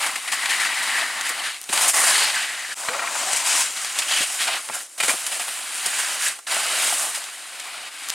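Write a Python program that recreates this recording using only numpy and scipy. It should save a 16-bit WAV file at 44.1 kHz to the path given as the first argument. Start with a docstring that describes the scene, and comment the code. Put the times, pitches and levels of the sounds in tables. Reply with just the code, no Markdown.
"""A forest on old snow: a skier slides, skids and hops a few metres away.
Steel edges scrape in each turn, snow crunches under the bases and loose crystals spray off with a hiss.
The skis scuff, slap down and ring, poles and twigs click, and a base whistles as it picks up speed.
Behind it all lie faint air and a short echo off the snow and the trunks."""
import sys
import numpy as np
from scipy import signal
from scipy.fft import rfft, irfft, next_fast_len
from scipy.io import wavfile
from scipy.ndimage import uniform_filter1d

SR = 44100
rng = np.random.default_rng(int(sys.argv[2]) if len(sys.argv) > 2 else 0)


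def put_to_file(sound):
    """Save the sound as 16-bit audio at rate SR, in the file named by the first command-line argument."""
    columns = np.atleast_2d(sound).T  # one column per channel
    safe = np.clip(columns, -1, 1)
    whole_steps = np.round(safe * 32767)
    wavfile.write(sys.argv[1], SR, whole_steps.astype(np.int16))


N = 358972
TIME = np.arange(N) / SR

# state of the snow: time_s, fizz_db (the finest crystals), hollow_db (the boom of a soft base)
SNOW_STATE = [(0, 4.5, -4.5), (.6, 0.5, -10.5), (1.3, 2, -8), (1.9, 2.5, -0.5), (2.5, -1, -0.5),
              (3.3, -5, 2.5), (3.9, -2, -2), (4.6, 1.5, 2.5), (5.05, 2, 8), (5.5, 4.5, 0), (6.0, 0.5, -1),
              (7.0, 3, 5.5), (8.14, 2.5, -3)]


def amp(db):
    """Decibels to gain."""
    return 10 ** (np.asarray(db) / 20)


def unit(x):
    """Scales to rms 1."""
    return x / np.sqrt(np.mean(x ** 2) + 1e-20)


def curves(rows):
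    """Joins rows (time_s, value, ..) by straight lines: one automation curve a column."""
    times, *columns = np.transpose(rows)
    return [np.interp(TIME, np.maximum.accumulate(times), column) for column in columns]


def add(mix, start_s, sound):
    """Mixes a sound in at a time."""
    part = mix[max(round(start_s * SR), 0):][:len(sound)]
    part += sound[:len(part)]


def colour(x, points):
    """Equalises by a curve of (freq_hz, gain_db) points."""
    size = next_fast_len(len(x) + 2048)
    hz, db = np.transpose(points)
    gain = amp(np.interp(np.log(np.fft.rfftfreq(size, 1 / SR) + 1), np.log(hz), db))
    return irfft(rfft(x, size) * gain, size)[:len(x)]


def wander(hz):
    """A random drift of rms 1 that turns about hz times a second."""
    knots = rng.standard_normal(N // 8)
    return unit(np.interp(TIME * hz, np.arange(len(knots)), knots))


def grains(per_s, spread_db, snap_share):
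    """Snow crystals breaking: countless tiny ones, and a share of separate larger snaps."""
    strength = np.minimum(rng.exponential(1, N), 3)
    sizes = amp(spread_db * strength) * rng.choice([-1, 1], N)
    snaps = unit(sizes * (rng.random(N) < per_s / SR))
    return np.sqrt(snap_share) * snaps + np.sqrt(1 - snap_share) * rng.standard_normal(N)


def patchy(x, depth_db):
    """Each patch of crust favours its own pitches for a moment."""
    spectra = signal.stft(x, nperseg=512, noverlap=384)[2]
    patches = rng.standard_normal(spectra.shape)
    for axis, size in enumerate((5, 4)):  # a patch spans 5 bins and 4 frames
        patches = uniform_filter1d(patches, size, axis)
    spectra *= amp(depth_db * unit(patches))
    return unit(signal.istft(spectra, nperseg=512, noverlap=384)[1][:N])


def air(level_db=-58, draught_db=-90):
    """A bed of still air in the centre, and a faint low draught at each ear."""
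    # tone of the still air: freq_hz, gain_db
    air_eq = [(20, -40), (100, -18.5), (300, 24), (1000, 12), (3000, -11), (9000, 22), (16000, -1)]
    draught_eq = [(25, -2), (80, -6), (300, -20), (2000, -50)]
    bed = unit(colour(rng.standard_normal(N), air_eq))
    draught = np.array([unit(colour(rng.standard_normal(N), draught_eq)) for ear in range(2)])
    return amp(level_db) * bed + amp(draught_db) * draught


def forest_echo(x, t60_s=0.42, near_db=8, near_s=0.0062, reflections_per_s=4000):
    """The snow close by and then the trunks scatter a short echo."""
    # tone of the echo, cut off steeply above about 10 kHz: freq_hz, gain_db
    echo_eq = [(20, 0), (150, -6), (500, 6.5), (1500, 6), (4000, 10.5), (8500, 8), (10000, -16),
               (11500, -58), (16000, -35)]
    t = np.arange(SR // 3) / SR
    decay = amp(-60 * t / t60_s) + amp(near_db) * np.exp(-t / near_s)
    reflections = rng.standard_normal(len(t)) * (rng.random(len(t)) < reflections_per_s / SR)
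    tail = colour(reflections * decay, echo_eq)
    return signal.oaconvolve(x, tail / np.linalg.norm(tail))[:N]


def clicks(gain_db=22, q=1.16, rattle_s=0.0025):
    """Poles, bindings and twigs: each a hard, heavily damped snap with a brief rattle."""
    # the snaps: start_s, level_db, pitch_hz, rattle_share
    hits = [(0.501, -24, 2100, 0.5), (0.607, -36, 2100, .4), (1.013, -30, 2100, 0.2),
            (1.211, -23, 5000, 0.67), (1.6153, -30.5, 10320, 0.1), (1.6305, -39, 9900, 0.4),
            (1.64, -31.5, 7000, 1), (1.707, -34, 8700, .3), (1.7767, -15.5, 2980, 0.6),
            (2.886, -30, 1780, 0.4), (2.8912, -39, 1900, .3), (3.847, -24, 4000, 0.8),
            (3.9878, -19.5, 4000, 1), (4.689, -27.5, 1450, 0.5), (4.697, -43, 3000, 1),
            (5.036, -17.5, 1900, 0.3), (5.266, -23, 4300, 0.9), (6, -29, 2500, 0.6),
            (6.2228, -30, 7800, 0.6), (7.241, -31, 4440, 0.6), (7.5968, -38, 3200, 0.5),
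            (8.087, -26, 7500, 0.7), (8.097, -25, 5500, .7), (8.1023, -19, 5200, 0.07)]
    snap_eq = [(200, -9), (800, -4), (9300, -9.5), (12000, -10), (16000, -34)]
    out, t = np.zeros(N), np.arange(SR // 30) / SR
    for start_s, level_db, pitch_hz, share in hits:
        rattle = rng.standard_normal(len(t)) * np.exp(-t / rattle_s)
        blow = np.sqrt(share) * rattle / np.linalg.norm(rattle) + np.sqrt(1 - share) * (t == 0)
        b, a = signal.iirpeak(pitch_hz, q, fs=SR)
        snap = colour(signal.lfilter(b, a, blow), snap_eq)
        add(out, start_s, amp(level_db + gain_db) * snap / np.linalg.norm(snap))
    return out


def whistle(flutter_db=2):
    """A base sings over the crust, higher and rougher as it speeds up."""
    # the rising tone: time_s, pitch_hz, level_db
    glide = [(2.885, 488, -60), (2.9, 481.5, -32), (2.975, 584, -37), (3.02, 600, -44), (3.22, 722, -58),
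             (3.29, 750, -31), (3.345, 968, -37), (3.6, 999, -30.5), (3.66, 1050, -58.5)]
    # its roughness: pitch_hz, jitter_share
    roughness = [(570, 0.0097), (700, 0.072), (980, 0.077)]
    pitch_hz, level_db = curves(glide)
    jitter = np.interp(pitch_hz, *np.transpose(roughness))
    gate = (TIME > glide[0][0]) & (TIME < glide[-1][0])
    cycles = np.cumsum(pitch_hz * (1 + jitter * wander(500))) / SR
    return gate * amp(level_db + flutter_db * wander(130)) * np.sin(2 * np.pi * cycles)


def slaps(ring_gain_db=0.5, thud_gain_db=-1, scatter_db=2, focus_db=10, clatter=0.43):
    """A ski clatters on hard snow and rings, differently for each place of contact, over a dull thud."""
    # the blows: start_s, ring_db, thud_db, favoured_hz
    hits = [(1.3, -29, -37, 900), (1.692, -38, -32, 1000), (2.886, -15, -32, 1800), (2.934, -22, -59, 1700),
            (2.946, -19.5, -55, 1250), (2.994, -16, -55, 1600), (3.024, -21, -55, 1400),
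            (3.04, -19.5, -55, 1090), (3.075, -20, -57, 1900), (4.205, -41, -30, 1000),
            (4.489, -20, -50, 915), (4.698, -21, -37, 1200), (4.805, -28, -58, 1600),
            (5.003, -14.5, -50, 2700), (5.013, -21, -56, 2900), (5.037, -24, -36, 1500),
            (5.083, -15.5, -27, 1700), (5.094, -10.5, -37, 1900), (5.136, -25, -34, 800),
            (5.86, -38, -38, 700), (6.391, -40, -59, 1350), (6.567, -20, -40, 690),
            (6.924, -18.5, -46, 950)]
    # modes of the ski: pitch_hz, level_db, t60_s
    ski_modes = [(690, -1, 0.041), (855, -1.5, 0.026), (1050, -8, 0.041), (1215, -4, 0.045),
                 (1370, -4.5, 0.081), (1600, -6, 0.039), (1900, 0.5, 0.034), (2200, 4, 0.012),
                 (2400, -2, 0.072), (3300, -17, .03)]
    hz, mode_db, t60_s = np.transpose(ski_modes)[:, :, None]
    rings, thuds, t = np.zeros(N), np.zeros(N), np.arange(SR // 8) / SR
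    thud_shape = (1 - np.exp(-t / 0.00078)) * np.exp(-t / 0.011)
    for start_s, ring_db, thud_db, favoured_hz in hits:
        place, detune, polarity = rng.standard_normal((3, len(ski_modes), 1))
        octaves_off = np.log2(hz / favoured_hz)
        gains = amp(mode_db + scatter_db * place - focus_db * octaves_off ** 2) * np.sign(polarity)
        partials = gains * amp(-60 * t / t60_s) * np.sin(2 * np.pi * hz * (1 + 0.01 * detune) * t)
        rebounds = rng.standard_normal(len(t)) * np.exp(-t / 0.0038)
        blow = (t == 0) + clatter * rebounds / np.linalg.norm(rebounds)
        ring = signal.fftconvolve(partials.sum(0), blow) / np.linalg.norm(gains)
        add(rings, start_s, amp(ring_db + ring_gain_db) * ring)
        add(thuds, start_s, amp(thud_db + thud_gain_db) * thud_shape)
    thud_eq = [(30, -26), (85, -18), (135, -6), (230, 4), (380, 6.5), (600, 5), (1000, -27)]
    low_cut = [(60, -38), (200, -6), (500, 0.5)]  # the ring carries almost no bass
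    return colour(rings, low_cut) + thuds * unit(colour(rng.standard_normal(N), thud_eq))


def crystal_hiss():
    """Loose crystals fly off and patter down; finer ones fizz higher."""
    # tone of the spray, and the band of its finest crystals: freq_hz, gain_db
    spray_eq = [(2500, -43), (5000, -6), (6200, -4), (7500, -0.5), (8800, 1), (9900, -2), (11000, -8),
                (13000, -16.5), (16000, -25)]
    fizz_band = [(7000, -21), (8800, -3), (10500, -1.5)]
    fizz_db, _ = curves(SNOW_STATE)
    crystals = grains(per_s=4000, spread_db=4, snap_share=0.43)
    hiss = patchy(colour(crystals, spray_eq), depth_db=1.5)
    return hiss + (amp(fizz_db) - 1) * colour(hiss, fizz_band)


def snowpack():
    """Crunch and rumble of clumps collapsing under the base; the crunch is deeper in soft snow."""
    # tone of the crunch, its hollow band and the rumble below: freq_hz, gain_db
    crunch_eq = [(100, -81), (300, -27.5), (450, -20), (560, -6), (700, -0.5), (950, 1), (1200, 1.5),
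                 (1600, -3.5), (3000, -32)]
    hollow_band = [(500, 0), (680, -5), (950, -25)]
    rumble_eq = [(20, -32), (60, -41), (100, -15), (140, -5), (200, 1), (280, 6.5), (400, 3.5), (550, 0),
                 (1000, -16)]
    _, hollow_db = curves(SNOW_STATE)
    clumps = patchy(grains(per_s=500, spread_db=-1, snap_share=0.42), depth_db=2)
    crunch = unit(colour(clumps, crunch_eq))
    crunch += (amp(hollow_db) - 1) * colour(crunch, hollow_band)
    return crunch, unit(colour(clumps, rumble_eq))


def edge_ice():
    """Ice grains break against the steel edge."""
    # tone of the scrape: freq_hz, gain_db
    scrape_eq = [(400, -36), (900, -18), (1350, -0.5), (1900, 2), (2500, 2), (3000, 2.5), (3400, -1.5),
                 (3900, 0), (4800, -2), (5800, -10.5), (8000, -14), (16000, -47)]
    return patchy(colour(grains(per_s=2500, spread_db=1.5, snap_share=0.25), scrape_eq), depth_db=1)


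def grip(lift_db_per_s=212):
    """Gain of the sliding sound in dB: three hops fade it, and it snaps back on landing."""
    # three hops, and a negative row that makes the opening 1 dB louder: start_s, end_s, drop_db
    drops = [(1.552, 1.69, 10), (1.918, 1.93, -1), (4.813, 4.977, 14.5), (6.319, 6.468, 20)]
    drop_db = sum(np.clip((TIME - start_s) * lift_db_per_s, 0, db) * (TIME < end_s)
                  for start_s, end_s, db in drops)
    return -uniform_filter1d(drop_db, size=200)


def scuffs(gain_db=-2, rise_s=0.002):
    """Extra power of scrape, spray and crunch each time a ski bites: quick rise, short hold, fall."""
    # the bites: start_s, scrape_db, spray_db, crunch_db (both relative to the scrape), length_s
    bites = [(0.023, -24.5, -5, -15, .019), (.062, -22, 0, -5, 0.0097), (0.155, -24, -3, -9, 0.01),
             (0.274, -24, -5, -7.5, 0.012), (.317, -22, 0.5, -6.5, 0.026), (0.455, -17, -4, -5, 0.006),
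             (0.491, -23.5, -2, -15, 0.047), (0.597, -22.5, -3, -30, 0.03), (0.646, -23.5, -5, -11, 0.027),
             (.825, -31, 6.5, -15, 0.014), (0.976, -32, -7, 0, .03), (1.008, -25.5, -16, -6, 0.027),
             (1.213, -30, 3, -12, .003), (1.251, -27, -1.5, -16, 0.038), (1.2905, -28, 9, -8, 0.0086),
             (1.435, -27, -7.5, -25, 0.077), (1.689, -25.5, -12, -8, 0.0082), (1.725, -22, 2, -1.5, 0.017),
             (1.79, -18, -13, -17, 0.0037), (1.809, -25, 6.5, -7, 0.034), (1.877, -28, 13, -16, 0.03),
             (1.931, -25.5, 4, -8, 0.016), (2.885, -20.5, -10, 3, 0.0052), (3.329, -28, 14, -10, .008),
             (3.36, -32.5, 16, -14, 0.016), (3.757, -30.5, 1.5, -7, 0.09), (3.843, -29.5, -1, -9.5, 0.095),
             (3.986, -19.5, 1.5, -15, .012), (4.019, -19, -6, -24, .009), (4.11, -20, -11, -12, 0.022),
             (4.472, -21, -8, -9, 0.018), (4.738, -33.5, 8, -4, 0.021), (5, -19, -2, -9, 0.012),
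             (5.025, -24, 2, -9.5, 0.048), (5.079, -22, 3, -4.5, 0.039), (5.263, -28, 5.5, -28, 0.0088),
             (5.314, -29, -2, -5.5, 0.048), (5.394, -25.5, -2.5, -6.5, 0.037),
             (5.479, -24.5, -4, -8, 0.011), (5.858, -25.5, 9.5, -7, 0.0094), (5.985, -29, 6.5, -3.5, 0.018),
             (6.386, -37, 4, -0.5, .007), (6.4665, -28.5, -13, -14, .018), (6.511, -24, -7, -4, 0.018),
             (7.145, -27, 0.5, -26, 0.026), (7.598, -27, 2, -14, 0.0036)]
    power, t = np.zeros((3, N)), np.arange(SR // 5) / SR
    for start_s, scrape_db, spray_db, crunch_db, length_s in bites:
        shape = (1 - np.exp(-t / rise_s)) * np.exp(-(t / length_s) ** 2 / 2)
        for layer, over_db in zip(power, (0, spray_db, crunch_db)):
            add(layer, start_s, (amp(gain_db + scrape_db + over_db) * shape) ** 2)
    return power


def resonate(x, hz, width_hz):
    """A resonance that follows the curve hz."""
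    carrier = np.exp(2j * np.pi * np.cumsum(hz) / SR)
    pole = np.exp(-np.pi * width_hz / SR)
    return 2 * (carrier * signal.lfilter([1 - pole], [1, -pole], x / carrier)).real


def pressure(length_s, rise_s, fall_s):
    """An edge is leant on smoothly, held, and let go."""
    t = np.arange(0, length_s + 6 * fall_s, 1 / SR)
    return np.sin(np.pi / 2 * np.minimum(t / rise_s, 1)) * np.exp(-np.maximum(t - length_s, 0) / fall_s)


def skids(flex=0.028, sway=0.044, catch_db=1.2, sag_per_s=0.13, width_share=0.25):
    """Power of scrape, spray and crunch in the skids, and the ski's ring, wavering as it flexes."""
    # the edges are set: start_s, length_s, rise_s, fall_s, level_db, spray_db, crunch_db, ring_hz,
    # ring_db (spray and crunch relative to the level, ring relative to the scraping ice)
    turns = [(0, 0.063, 0.0083, 0.11, -29, -4.5, -2.5, 2070, -1),
             (0.238, 0.766, 0.25, 0.072, -27, -7, -8.5, 2050, -0.5),
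             (0.918, 0.51, .07, 0.054, -31.5, -6.5, -5.5, 1900, -2.5),
             (1.708, 0.19, 0.082, 0.015, -26, .5, -4, 1900, -21),
             (1.932, 0.15, 0.031, 0.15, -23.5, 3.5, -3.5, 1940, -2),
             (1.973, 0.33, .2, 0.033, -22.5, -6.5, -12, 4670, -6),
             (2.315, 0.12, .04, 0.043, -25.5, -7, -12, 1880, -5.5),
             (2.46, 0.27, 0.03, 0.0086, -33, -16, -11.5, 1820, -0.5),
             (2.733, 0.54, 0.23, 0.055, -35, -6, 2, 2200, -13),
             (3.11, 0.53, 0.27, .1, -28.5, 2.5, -8, 2200, -23),
             (3.435, 0.19, 0.064, 0.02, -27, 6.5, -8.5, 2200, -14),
             (3.934, 0.3, 0.034, .025, -31.5, -0.5, -6, 2700, -6),
             (4.061, 0.17, 0.06, 0.028, -24, -2, -20, 2950, -3),
             (4.382, 0.061, .03, 0.019, -23, -3.5, -16, 3150, -9),
             (4.463, .105, 0.018, 0.024, -26.5, -9.5, -7.5, 2900, -12),
             (4.717, 0.061, .012, 0.015, -37.5, -6, -5.5, 1530, -3),
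             (5.68, 0.46, 0.29, .08, -29.5, 0.6, -10, 1730, -8),
             (6.188, 0.097, 0.063, 0.018, -25.5, 1.5, -22, 1790, -2.5),
             (6.463, 0.37, 0.082, .055, -27, -1.6, -8.5, 1470, -17),
             (6.752, 0.17, .09, 0.068, -27.5, 1.5, -16, 3430, -7),
             (6.866, 0.16, 0.049, 0.11, -38, 9.5, 0.5, 2900, -18),
             (7.35, 0.53, 0.45, 0.021, -36, -7.5, -7.5, 2470, -9),
             (7.898, 0.34, 0.043, .03, -38.5, -6, -10.5, 2230, -8)]
    power, ring = np.zeros((3, N)), np.zeros(N)
    drive = patchy(grains(per_s=540, spread_db=5, snap_share=0.09), depth_db=-1)
    drive *= amp(catch_db * wander(70))  # the edge catches and slips
    bend = 1 + flex * wander(120) + sway * wander(8.8)
    for start_s, length_s, rise_s, fall_s, level_db, spray_db, crunch_db, ring_hz, ring_db in turns:
        first = round(start_s * SR)
        force = amp(level_db) * pressure(length_s, rise_s, fall_s)[:N - first]
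        span = slice(first, first + len(force))
        ice_part = 1 / np.hypot(1, amp(ring_db))  # ice and ring share the power
        for layer, gain in zip(power, (ice_part, amp(spray_db), amp(crunch_db))):
            add(layer, start_s, (gain * force) ** 2)
        hz = ring_hz * bend[span] * np.exp(-sag_per_s * (TIME[span] - start_s))  # sinks as the skid slows
        width_hz = width_share * ring_hz
        tone = unit(resonate(resonate(drive[span], hz, width_hz), hz, width_hz))
        add(ring, start_s, amp(ring_db) * ice_part * force * tone)
    return power, ring


def skis(run_crunch_db=-8.5, chatter_db=0.48, bumps_db=0.5, rumble_db=-20, edge_rumble_db=-30):
    """Running, skidding and biting skis break the snow; uneven crust shakes all its voices together."""
    # flat skis, louder with speed and nearness: time_s, scrape_db, spray_db (relative to the scrape)
    flat_run = [(0, -36, -1.5), (1.1, -43, -1), (1.54, -37, -4), (1.66, -36, 2), (2.7, -38.5, 3.5),
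                (2.8, -39, 8.5), (2.98, -37.5, 3.5), (3.2, -35.5, 7.5), (3.75, -44, 10), (4.35, -32, 4),
                (4.64, -40.5, 4.5), (5.15, -35, 3), (5.65, -34, -0.5), (7.1, -33.5, 0.5), (7.27, -38, -2.5),
                (7.78, -46.5, 2), (7.9, -50.5, 1), (8.14, -34.5, -3)]
    run_db, spray_db = curves(flat_run)
    running = amp([run_db, run_db + spray_db, run_db + run_crunch_db]) ** 2
    skidding, ring = skids()
    grip_db = grip()
    sliding = (running + skidding) * amp([grip_db, 0.78 * grip_db, grip_db]) ** 2  # spray ducks less
    scrape_env, spray_env, crunch_env = np.sqrt(sliding + scuffs())
    crust = unit(amp(chatter_db * wander(115) + bumps_db * wander(30)))
    swell = (scrape_env / np.sqrt(sliding[0])) ** 0.96  # a bite within a skid swells the ring
    edge = scrape_env * edge_ice() + amp(grip_db) * ring * swell
    spray = spray_env * crystal_hiss()
    crunch, rumble = snowpack()
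    # the weight that crunches and scrapes also makes the snowpack rumble
    weight = np.hypot(amp(rumble_db) * crunch_env, amp(edge_rumble_db) * scrape_env)
    return crust * (edge + spray + crunch_env * crunch + weight * rumble)


def scene(echo_db=-19, left_db=0.88):
    """The skier, a little left of centre, with a different forest echo at each ear."""
    # where the skier is: time_s, leftward_db
    pan = [(0.0, 0.5), (0.52, 1), (2.17, -0.5), (2.83, 0.5), (3.13, 1.5), (3.67, 0.5), (3.94, -0.5),
           (6.96, -1), (8.14, 0.5)]
    # how strongly each pitch follows the pan: freq_hz, gain_db
    side_eq = [(100, -19), (300, -25), (600, -10), (1000, -9), (2000, 7), (4000, -3), (8500, 4),
               (10500, -9), (16000, -36)]
    skier = skis() + whistle() + clicks() + slaps()
    lean = amp(curves(pan)[0] + left_db)
    side = colour(skier, side_eq) * (lean - 1) / (lean + 1)
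    echo = amp(echo_db) * np.array([forest_echo(skier), forest_echo(skier)])
    return np.array([skier + side, skier - side]) + echo + air()


def record(dry, dip_s=2.744, dip_db=-28, recover_s=0.011, cutoff_hz=15950):
    """The level dips briefly once and recovers; a steep low-pass trims the top."""
    since = np.maximum(TIME - dip_s, 0)
    dipped = dry * amp(dip_db * (since > 0) * np.exp(-since / recover_s))
    low_pass = signal.firwin(511, cutoff_hz, window=("kaiser", 9), fs=SR)
    return signal.oaconvolve(dipped, low_pass[None], "same", axes=1)


dry = scene()
out = record(dry)
put_to_file(out)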